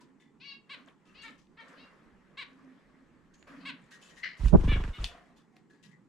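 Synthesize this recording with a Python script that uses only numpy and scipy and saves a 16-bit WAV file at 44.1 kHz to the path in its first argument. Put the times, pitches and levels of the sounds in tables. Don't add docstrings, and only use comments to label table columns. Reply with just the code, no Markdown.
import sys
import numpy as np
from scipy import signal
from scipy.io import wavfile
from scipy.ndimage import uniform_filter1d

SR = 44100
rng = np.random.default_rng(int(sys.argv[2]) if len(sys.argv) > 2 else 0)


def to_wav(sig):
    pcm = np.clip(np.atleast_2d(sig), -1, 1) * 32767
    pcm = np.round(pcm).astype(np.int16)
    wavfile.write(sys.argv[1], SR, pcm.T)


N = 268304

# (frequency [Hz], L-R [dB])
COHERENCE = [(60, 0.82), (180, 0.6), (550, 0.71), (1650, 0.6), (4970, 0.4), (15000, 1)]
NOISE_BALANCE = [(60, -1.5), (240, -3.5), (950, -1), (3770, 3.5), (15000, 0)]
# (frequency [Hz], T60 [s])
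ROOM_DECAY = [(300, 0.23), (1500, 0.28), (4000, 0.22), (10000, 0.08)]
# (frequency [Hz], relative density [dB])
AIR_SPECTRUM = [(35, -36), (60, -7), (105, -26), (179, 8.5), (272, 2), (385, -1), (475, -9), (613, -24.5),
                (849, -10), (1100, -16), (1230, -22.5), (1960, -47), (3840, -37), (7720, -32.5),
                (15500, -70.5)]
SHUFFLE_SPECTRUM = [(290, -28.5), (500, 4), (874, -10), (1080, 1.5), (1470, -2.5), (1750, 0), (2310, -7.5),
                    (2930, -13), (3130, -14), (12000, -37), (15600, -64), (22000, -120)]
RING_SPECTRUM = [(90, -50), (200, -20), (245, -12), (268, 0), (295, -14), (400, -40), (1000, -100)]
THRUM_SPECTRUM = [(80, -40), (135, -8), (160, 0), (200, -4), (260, -25), (1000, -100)]
JANGLE_SPECTRUM = [(1470, -34), (2600, -3.5), (4500, -9), (7100, -11), (12200, -26.5), (15500, -46)]
PUSH_SPECTRUM = [(1000, -35), (1600, -8.5), (2060, 3), (2500, -14.5), (2950, -9.5), (3600, -22),
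                 (4250, -12), (5300, -23.5), (7500, -45), (12000, -75)]
GUST_SPECTRUM = [(12, -29.5), (30, 5.5), (110, -2), (190, 2), (400, -5.5), (800, -16), (1300, -29),
                 (1800, -43), (2600, -62), (6000, -115)]
SWISH_SPECTRUM = [(180, -36.5), (300, -4), (877, -7), (985, 1.5), (1090, -5.5), (1750, -6), (1940, -12.5),
                  (3070, -16), (4880, -29), (11300, -53), (15500, -66.5)]
# (time [s], level [dB])
SHUFFLE_LEVELS = [(0, -67), (.19, -78), (.63, -76), (.79, -60), (.95, -76.5), (1.3, -61.5), (1.45, -78),
                  (1.75, -60.5), (2.17, -72), (2.5, -65), (3.3, -71.5), (3.8, -69), (4.3, -63.5),
                  (5.17, -66.5), (5.5, -77), (6.08, -76.5)]
RUMBLE_LEVELS = [(0, -86), (.7, -88), (1.3, -71), (1.75, -82), (2.15, -72), (2.55, -84), (3.4, -70),
                 (3.8, -83), (4.3, -70), (5.17, -69), (5.5, -86), (6.08, -86)]
# (time [s], level [dB], decay [s])
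FAR_SCUFFLES = [(0.872, -56, 0.025), (1.602, -63, 0.24), (3.47, -53.5, 0.17), (5.1, -59.5, .1)]
# (start [s], end [s], level [dB])
RING_SPELLS = [(0.03, 0.18, -64), (0.749, 0.892, -58.5), (1.231, 1.362, -56), (1.612, 1.845, -62),
               (2.478, 2.783, -60.5), (2.94, 3.22, -70.5), (3.497, 3.617, -53.5), (3.627, 3.756, -51)]
THRUM_SPELLS = [(3.5, 3.85, -61), (5.8, 6.04, -62.5)]
# (frequency [Hz], T60 [s])
WIRE_MODES = [(725, 0), (990, 0), (1300, -12), (1550, -10), (1700, 5.5), (1900, 8.5), (2060, 5.5),
              (2650, 2), (3040, -10), (3480, -4), (4200, 4.5), (4600, 3.5), (5200, -6), (5990, -3),
              (6800, 3), (7200, -3), (7900, -1), (9150, -1.5)]
WIRE_DECAY = [(1000, .06), (3000, .04), (9000, .025)]
# (time [s], level [dB], first wires [Hz], second wires [Hz], decay [s], jangle [dB], L-R [dB])
WIRE_RATTLES = [(.005, -57, 980, 7800, .024, -4.5, -1), (.196, -57.5, 3250, 2000, .043, -14, 4),
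                (1.05, -59, 1205, 2740, .15, -16.5, 2.5), (1.216, -65, 7700, 1800, .06, 7, 2),
                (1.375, -72.5, 5960, 7850, .05, 1.2, 7), (1.677, -64, 7850, 1700, .031, -1.5, 4),
                (3.335, -61, 6750, 5200, .02, -4, 0), (3.375, -64, 6700, 7200, .06, -12, 0),
                (3.81, -70, 7300, 7900, .05, -8, 0), (3.906, -49.5, 1800, 4100, .048, -7, -1.2),
                (4.011, -51, 3040, 7200, .1, -9, 1.2), (4.091, -59, 1900, 2630, .027, -5, 7.5),
                (4.164, -50, 1950, 5990, .046, -10.5, 3.5), (5.038, -37, 3300, 2650, .03, -6, 2),
                (5.08, -51, 725, 1080, .22, -25, -1.5), (5.52, -61, 725, 2060, .08, -25, -1.5),
                (5.36, -68, 3480, 5200, .035, 3, -2.2), (5.556, -73, 5200, 1800, .025, 3, 0),
                (5.695, -56, 1700, 4670, .064, -17.5, 3), (5.825, -60, 1800, 2940, .045, -2.5, 8),
                (5.909, -58, 2060, 7200, .025, -19, 10.5)]
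# (time [s], peak [dB], centre [Hz], knock length [cycles], L-R [dB])
IMPACTS = [(.861, -61, 7000, 3.4, 2), (.886, -49, 3200, 2.9, -1), (1.47, -62, 3300, 1.1, -4),
           (1.605, -65, 6000, 2, 3), (1.73, -58.5, 5500, 1.8, 1), (2.465, -64, 5500, 1.5, 3),
           (2.532, -66, 5500, 1.5, 3), (2.592, -67, 5500, 1.5, 3), (2.647, -66, 5500, 1.5, 3),
           (3.427, -48, 2500, 0.5, -13), (3.912, -53, 4100, .8, 1.5), (4.161, -56, 5500, .8, .5),
           (4.413, -50, 1200, 1.1, -11), (4.447, -45, 2000, 8, -3), (4.458, -35, 1400, 1.5, -4.5),
           (4.461, -46.5, 8960, 2, -16), (4.484, -34, 3500, 0.45, -10), (4.839, -32, 2500, 1, -2),
           (4.878, -41.5, 1800, 0.44, -9), (4.988, -41.5, 1200, 3.4, 2), (5.043, -21, 3200, 0.8, 1),
           (5.567, -48, 2600, .45, 0)]
# (peak time [s], rise [s], fall [s], turbulence [dB], buffet [Hz], buffet [dB])
PORT_GUSTS = [(4.5555, .009, .005, -12, 190, -7), (4.546, .017, .015, -11, 47, -9)]
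# (time [s], swish [dB], tip rustle [dB])
FEATHER_LEVELS = [(4.37, -69, -64), (4.41, -58.5, -61), (4.48, -56.5, -53.5), (4.545, -62, -66),
                  (4.64, -50.5, -61), (4.85, -50, -64), (4.95, -57.5, -67), (5.03, -55, -61),
                  (5.2, -56, -79)]
# (first peak [s], period [s], final pitch [Hz], extra pitch at the peak [Hz],
# first L-R [dB], settled L-R [dB], stroke peaks [dB])
WING_BOUTS = [(4.419, .04, 36, 8, -7, -7, [-26, -13, -24]),
              (4.58, .0401, 24.6, 28, 7, -1, [-17, -23, -16.5, -15.5, -17.5, -20, -25.5, -27, -28.5]),
              (5.007, .02, 29.5, 12, .4, .3, [-28, -34, -29])]
# (frequency [Hz], harmonic level [dB])
NEAR_FORMANTS = [(260, -50), (450, -17), (557, -27.5), (1100, -3.5), (1650, -5.5), (2200, 1), (2800, -.5),
                 (3390, -5), (4090, -3.5), (6030, -33), (6620, -30), (8650, -30.5), (10300, -46),
                 (12200, -52), (14300, -80)]
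CAGED_FORMANTS = [(560, -38.5), (1130, -13), (1700, -17), (2260, -5), (2830, 2), (3400, -11.5), (3950, -8),
                  (4500, -6), (5100, -16.5), (5700, -26), (6500, -33.5), (9000, -64)]
LOW_FORMANTS = [(470, -52), (800, -14.5), (1350, -6), (1620, -8), (1860, -0.5), (3680, -14.5), (3900, -9),
                (4620, -22), (6000, -42), (7800, -72), (13200, -120)]
FLYING_FORMANTS = [(600, -35), (1150, -7), (1750, -3), (2350, 1), (2950, -1.5), (3600, -2), (4200, -18),
                   (5000, -25), (7000, -40.5)]
BIRDS = {"near": (NEAR_FORMANTS, .17, .3, .6, -8.5), "caged": (CAGED_FORMANTS, .15, 1.4, 4.5, -5),
         "low": (LOW_FORMANTS, .22, 1.2, 2.5, -4), "flying": (FLYING_FORMANTS, .38, .6, .6, -6)}
CONTOURS = {"near": (.024, .12, .28, .02, -4, .007, .008), "caged": (.051, .18, .012, .095, -8, .014, .05),
            "low": (.025, .11, .12, .03, -4, .009, .015), "flying": (.022, .08, .09, .025, -6, .004, .01)}
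# (bird, start [s], length [s], effort [dB], top pulse rate [Hz], arch depth [factor])
CALLS = [("caged", .398, .17, -48, 565, 1.0), ("near", .692, .066, -45, 574, 1.0),
         ("caged", 1.14, .125, -53, 560, 1.0), ("low", 1.225, .075, -50, 461, 1.0),
         ("low", 1.568, .062, -53, 463, 1.1), ("caged", 1.765, .11, -56, 556, .9),
         ("near", 2.37, .069, -42, 573, 1.0), ("caged", 3.597, .065, -55, 562, .9),
         ("near", 3.65, .063, -40, 565, 1.0), ("flying", 4.678, .074, -38, 590, 1.0),
         ("flying", 4.93, .055, -49.5, 728, .15)]


def amp(db):
    return 10 ** (np.asarray(db) / 20)


def unit_rms(x):
    return x / np.sqrt(np.mean(x ** 2) + 1e-20)


def read(points, hz):
    f, value = np.transpose(points)
    return np.interp(np.log(hz + 1), np.log(f + 1), value)


def wobble(shape, hz):
    return unit_rms(signal.sosfilt(signal.butter(3, hz, fs=SR, output="sos"), rng.standard_normal(shape)))


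def envelope(rows, column):
    rows = np.asarray(rows)
    gain = amp(np.interp(np.arange(N) / SR, rows[:, 0], rows[:, column], left=-150, right=-150))
    return np.convolve(gain, np.hanning(200) / 100, "same")


def spells(rows):
    t = np.arange(N) / SR
    return uniform_filter1d(sum(amp(db) * (t > start) * (t < end) for start, end, db in rows), size=600)


def add(mix, start, sound, pan_db):
    part = mix[:, round(start * SR):][:, :sound.shape[-1]]
    part += amp([[pan_db / 2], [-pan_db / 2]]) * sound[..., :part.shape[1]]


def noise(spectrum, patchy_db, size=512, coherence=COHERENCE):
    frames, hz = 4 * N // size + 5, np.fft.rfftfreq(size, 1 / SR)
    a, b, c, d, patches = rng.standard_normal((frames, len(hz), 5)).T
    patches = unit_rms(uniform_filter1d(uniform_filter1d(patches, size=8, axis=0), size=12, axis=1))
    alike = np.clip(read(coherence, hz), -1, 1)[:, None]
    left = a + 1j * b
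    right = alike * left + np.sqrt(1 - alike ** 2) * (c + 1j * d)
    lean_db = read(NOISE_BALANCE, hz)[:, None] * np.array([.5, -.5])[:, None, None]
    bins = np.array([left, right]) * amp(read(spectrum, hz)[:, None] + lean_db + patchy_db * patches)
    return unit_rms(signal.istft(bins, nperseg=size, noverlap=size * 3 // 4)[1][:, :N])


def room_tone():
    t = np.arange(N) / SR
    scuffles = sum(amp(db) * (t > s) * np.exp(-abs(t - s) / decay) * np.minimum(abs(t - s) / .006, 1)
                   for s, db, decay in FAR_SCUFFLES)
    shuffling = uniform_filter1d(envelope(SHUFFLE_LEVELS, 1) + scuffles, size=400)
    ring = spells(RING_SPELLS) * noise(RING_SPECTRUM, 1.2, size=4096, coherence=[(20, .85)])
    thrum = spells(THRUM_SPELLS) * noise(THRUM_SPECTRUM, 1.2, size=4096, coherence=[(20, .85)])
    rumble = noise([(15, -12.5), (30, -7.5), (70, -9.5), (110, -22), (300, -65)], 1.5, size=4096)
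    rumble *= envelope(RUMBLE_LEVELS, 1) * amp(3 * wobble(N, hz=5))
    air = amp(-64) * noise(AIR_SPECTRUM, 1.5, size=1024)
    return air + shuffling * noise(SHUFFLE_SPECTRUM, 1.8) + ring + thrum + rumble


def reverberation(x):
    taps = np.zeros((2, SR // 2))
    arrivals = np.arange(130, SR // 2 - 20, 20)
    arrivals = arrivals + rng.integers(0, 20, (2, len(arrivals)))
    np.put_along_axis(taps, arrivals, rng.choice([-1., 1.], arrivals.shape), 1)
    taps[1] = .56 * taps[0] + .94 * taps[1]
    hz, t, bins = signal.stft(taps, SR, nperseg=256)
    tail = signal.istft(bins * amp(-60 * t / read(ROOM_DECAY, hz)[:, None]), SR, nperseg=256)[1]
    return signal.fftconvolve(x, tail / np.linalg.norm(tail[0]), axes=1)[:, :N] * amp([[1.5], [-1.5]])


def rattles():
    out, t = np.zeros((2, N)), np.arange(SR // 4) / SR
    knocks_per_s, detune = 900, .02
    jangle = noise(JANGLE_SPECTRUM, 2.5, size=256) * unit_rms(amp(1.8 * wobble(N, 250)))
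    wire_hz, wire_db = np.transpose(WIRE_MODES)[:, :, None]
    decay = amp(wire_db - 60 * t / read(WIRE_DECAY, wire_hz))
    for start, db, first_hz, second_hz, fade_s, jangle_db, pan_db in WIRE_RATTLES:
        fade = np.exp(-(t / fade_s) ** 1.1) * (1 - np.exp(-t / .0033)) ** 2
        knocks = fade * rng.standard_normal(len(t)) * (rng.random(len(t)) < knocks_per_s / SR)
        struck = np.exp(-(np.log2(wire_hz / first_hz) / .16) ** 2)
        struck += amp(-14) * np.exp(-(np.log2(wire_hz / second_hz) / .22) ** 2)
        hz = wire_hz * (1 + detune * rng.standard_normal(wire_hz.shape))
        ring = ((struck + .024) * decay * np.sin(2 * np.pi * hz * t)).sum(0)
        ring *= 1 - np.exp(-t / .0006)
        rattle = signal.fftconvolve(knocks, ring)[:len(t)]
        offset = rng.integers(N - len(t))
        hiss = amp(jangle_db) * fade * jangle[:, offset:offset + len(t)]
        add(out, start, amp(db) * (rattle / abs(rattle).max() + hiss), pan_db)
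    return out


def ticks():
    out, t = np.zeros((2, N)), np.arange(600) / SR
    for start, db, hz, cycles, pan_db in IMPACTS:
        age = t * hz / cycles
        knock = age * np.exp(-2.5 * age) * np.sin(2 * np.pi * hz * t)
        scrape = signal.fftconvolve(knock, np.exp(-t / .0009) * rng.standard_normal(len(t)))
        add(out, start, amp(db) * scrape / abs(scrape).max(), pan_db)
    return out


def push_off(start_s=4.222, rise_s=.017, level_db=-36.5, fade_db_per_s=190):
    slip_hz = 100 + 35 * wobble(N, 30)
    slips = 1 + .4 * np.sin(2 * np.pi * np.cumsum(slip_hz) / SR)
    t = np.arange(N) / SR - start_s
    stroke = np.clip(t / rise_s, 0, 1) ** 2 * amp(level_db - fade_db_per_s * np.maximum(t - rise_s, 0))
    return noise(PUSH_SPECTRUM, .86, coherence=[(20, 1)]) * slips * stroke * amp([[2.5], [-2.5]])


def gust(wake_db=-30, wake_s=.05):
    peak, rise, fall, db, buffet_hz, buffet_db = np.transpose(PORT_GUSTS)[:, :, None]
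    t = np.arange(N) / SR - peak
    blast = np.exp(-(t / np.where(t < 0, rise, fall)) ** [[2], [4]])
    wake = amp(wake_db) * np.exp(-abs(t) / np.where(t < 0, rise, wake_s))
    buffet = amp(buffet_db) * blast * np.cos(2 * np.pi * buffet_hz * t + [[np.pi], [-.6]])
    turbulence = noise(GUST_SPECTRUM, .15, coherence=[(20, .17), (2000, .21)])
    return turbulence * (amp(db) * blast + wake) + buffet


def wings(lead_s=.026, sweep_s=.008):
    pressure, strokes = np.zeros((2, N)), np.zeros((2, N))
    t = np.arange(-lead_s, .04, 1 / SR)
    swell = np.where(t < 0, np.exp(t / .012), np.exp(-(t / .0222) ** 2))
    swell *= signal.windows.tukey(len(t), .15)
    for first_s, period_s, end_hz, sweep_hz, first_pan_db, settled_db, peaks in WING_BOUTS:
        for k, db in enumerate(peaks):
            turns = end_hz * t + sweep_hz * sweep_s * (1 - np.exp(-t / sweep_s))
            turns += .039 * wobble(len(t), 120)
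            start = first_s + k * period_s - lead_s
            pan_db = settled_db + (first_pan_db - settled_db) * .4 ** k
            add(pressure, start, amp(db) * swell * np.cos(2 * np.pi * turns), pan_db)
            add(strokes, start, np.exp(-((t + .012) / .013) ** 2), 0)
    swish = noise(SWISH_SPECTRUM, 2.5, size=256) * envelope(FEATHER_LEVELS, 1) * (.58 + 1.3 * strokes)
    rustle = noise(JANGLE_SPECTRUM, 2.2, size=256) * envelope(FEATHER_LEVELS, 2) * (.87 + .49 * strokes)
    return pressure + swish + rustle * amp([[-1.5], [1.5]])


def call(bird, length, effort_db, top_hz, depth, throat, rough, scatter):
    rise_s, below, sag, swell_s, swell_db, attack_s, release_s = CONTOURS[bird]
    t = np.arange(0, length, 1 / SR)
    scoop = below * np.maximum(1 - t / rise_s, 0) ** 1.5
    droop = sag * (np.maximum(t - rise_s, 0) / .05) ** 1.5
    hz = top_hz * (1 - depth * (scoop + droop))
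    effort = amp(effort_db - 14 * droop + swell_db * np.maximum(1 - t / swell_s, 0))
    gate = np.clip(np.minimum(t / attack_s, (length - t) / release_s), 0, 1)
    k = np.arange(1, 24)[:, None]
    turns = np.cumsum(hz) / SR + .003 * wobble(len(t), 250)
    shape = (len(k), len(t))
    level_db = read(throat, k * hz) + (2 + .5 * scatter) * wobble(shape, 30)
    rasp = rough * (1 + 5 * (1 - hz / top_hz)) * (1 + (k * hz / 5500) ** 2)
    lag = .45 * k + scatter * rng.standard_normal(k.shape)
    phase = 2 * np.pi * k * turns - lag + rasp * wobble(shape, 300)
    return effort * gate * unit_rms((amp(level_db) * np.cos(phase)).sum(0))


def finches():
    direct, room_feed = np.zeros((2, N)), np.zeros((2, N))
    for bird, start, length, effort_db, top_hz, depth in CALLS:
        throat, rough, scatter, pan_db, room_db = BIRDS[bird]
        sound = call(bird, length, effort_db, top_hz, depth, throat, rough, scatter)
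        add(direct, start, sound, pan_db)
        add(room_feed, start, amp(room_db) * sound, 0)
    return direct, room_feed


def scene():
    calls, room_feed = finches()
    wires = rattles() + ticks() + push_off()
    close = calls + wires
    mirrored = close[::-1] * [[1], [-1]]
    for delay_s, db in ((.0011, -14.5), (.0027, -13.5)):
        add(close, delay_s, amp(db) * mirrored, 0)
    return close + reverberation(room_feed + amp(-12) * wires.mean(0)) + wings() + gust() + room_tone()


def record(dry, ceiling=1.1, cutoff_hz=15600):
    rounded = ceiling * np.tanh(dry / ceiling)
    lowpass = signal.firwin(511, cutoff_hz, window=("kaiser", 9), fs=SR)
    return signal.oaconvolve(rounded, lowpass[None], "same")


dry = scene()
out = record(dry)
to_wav(out)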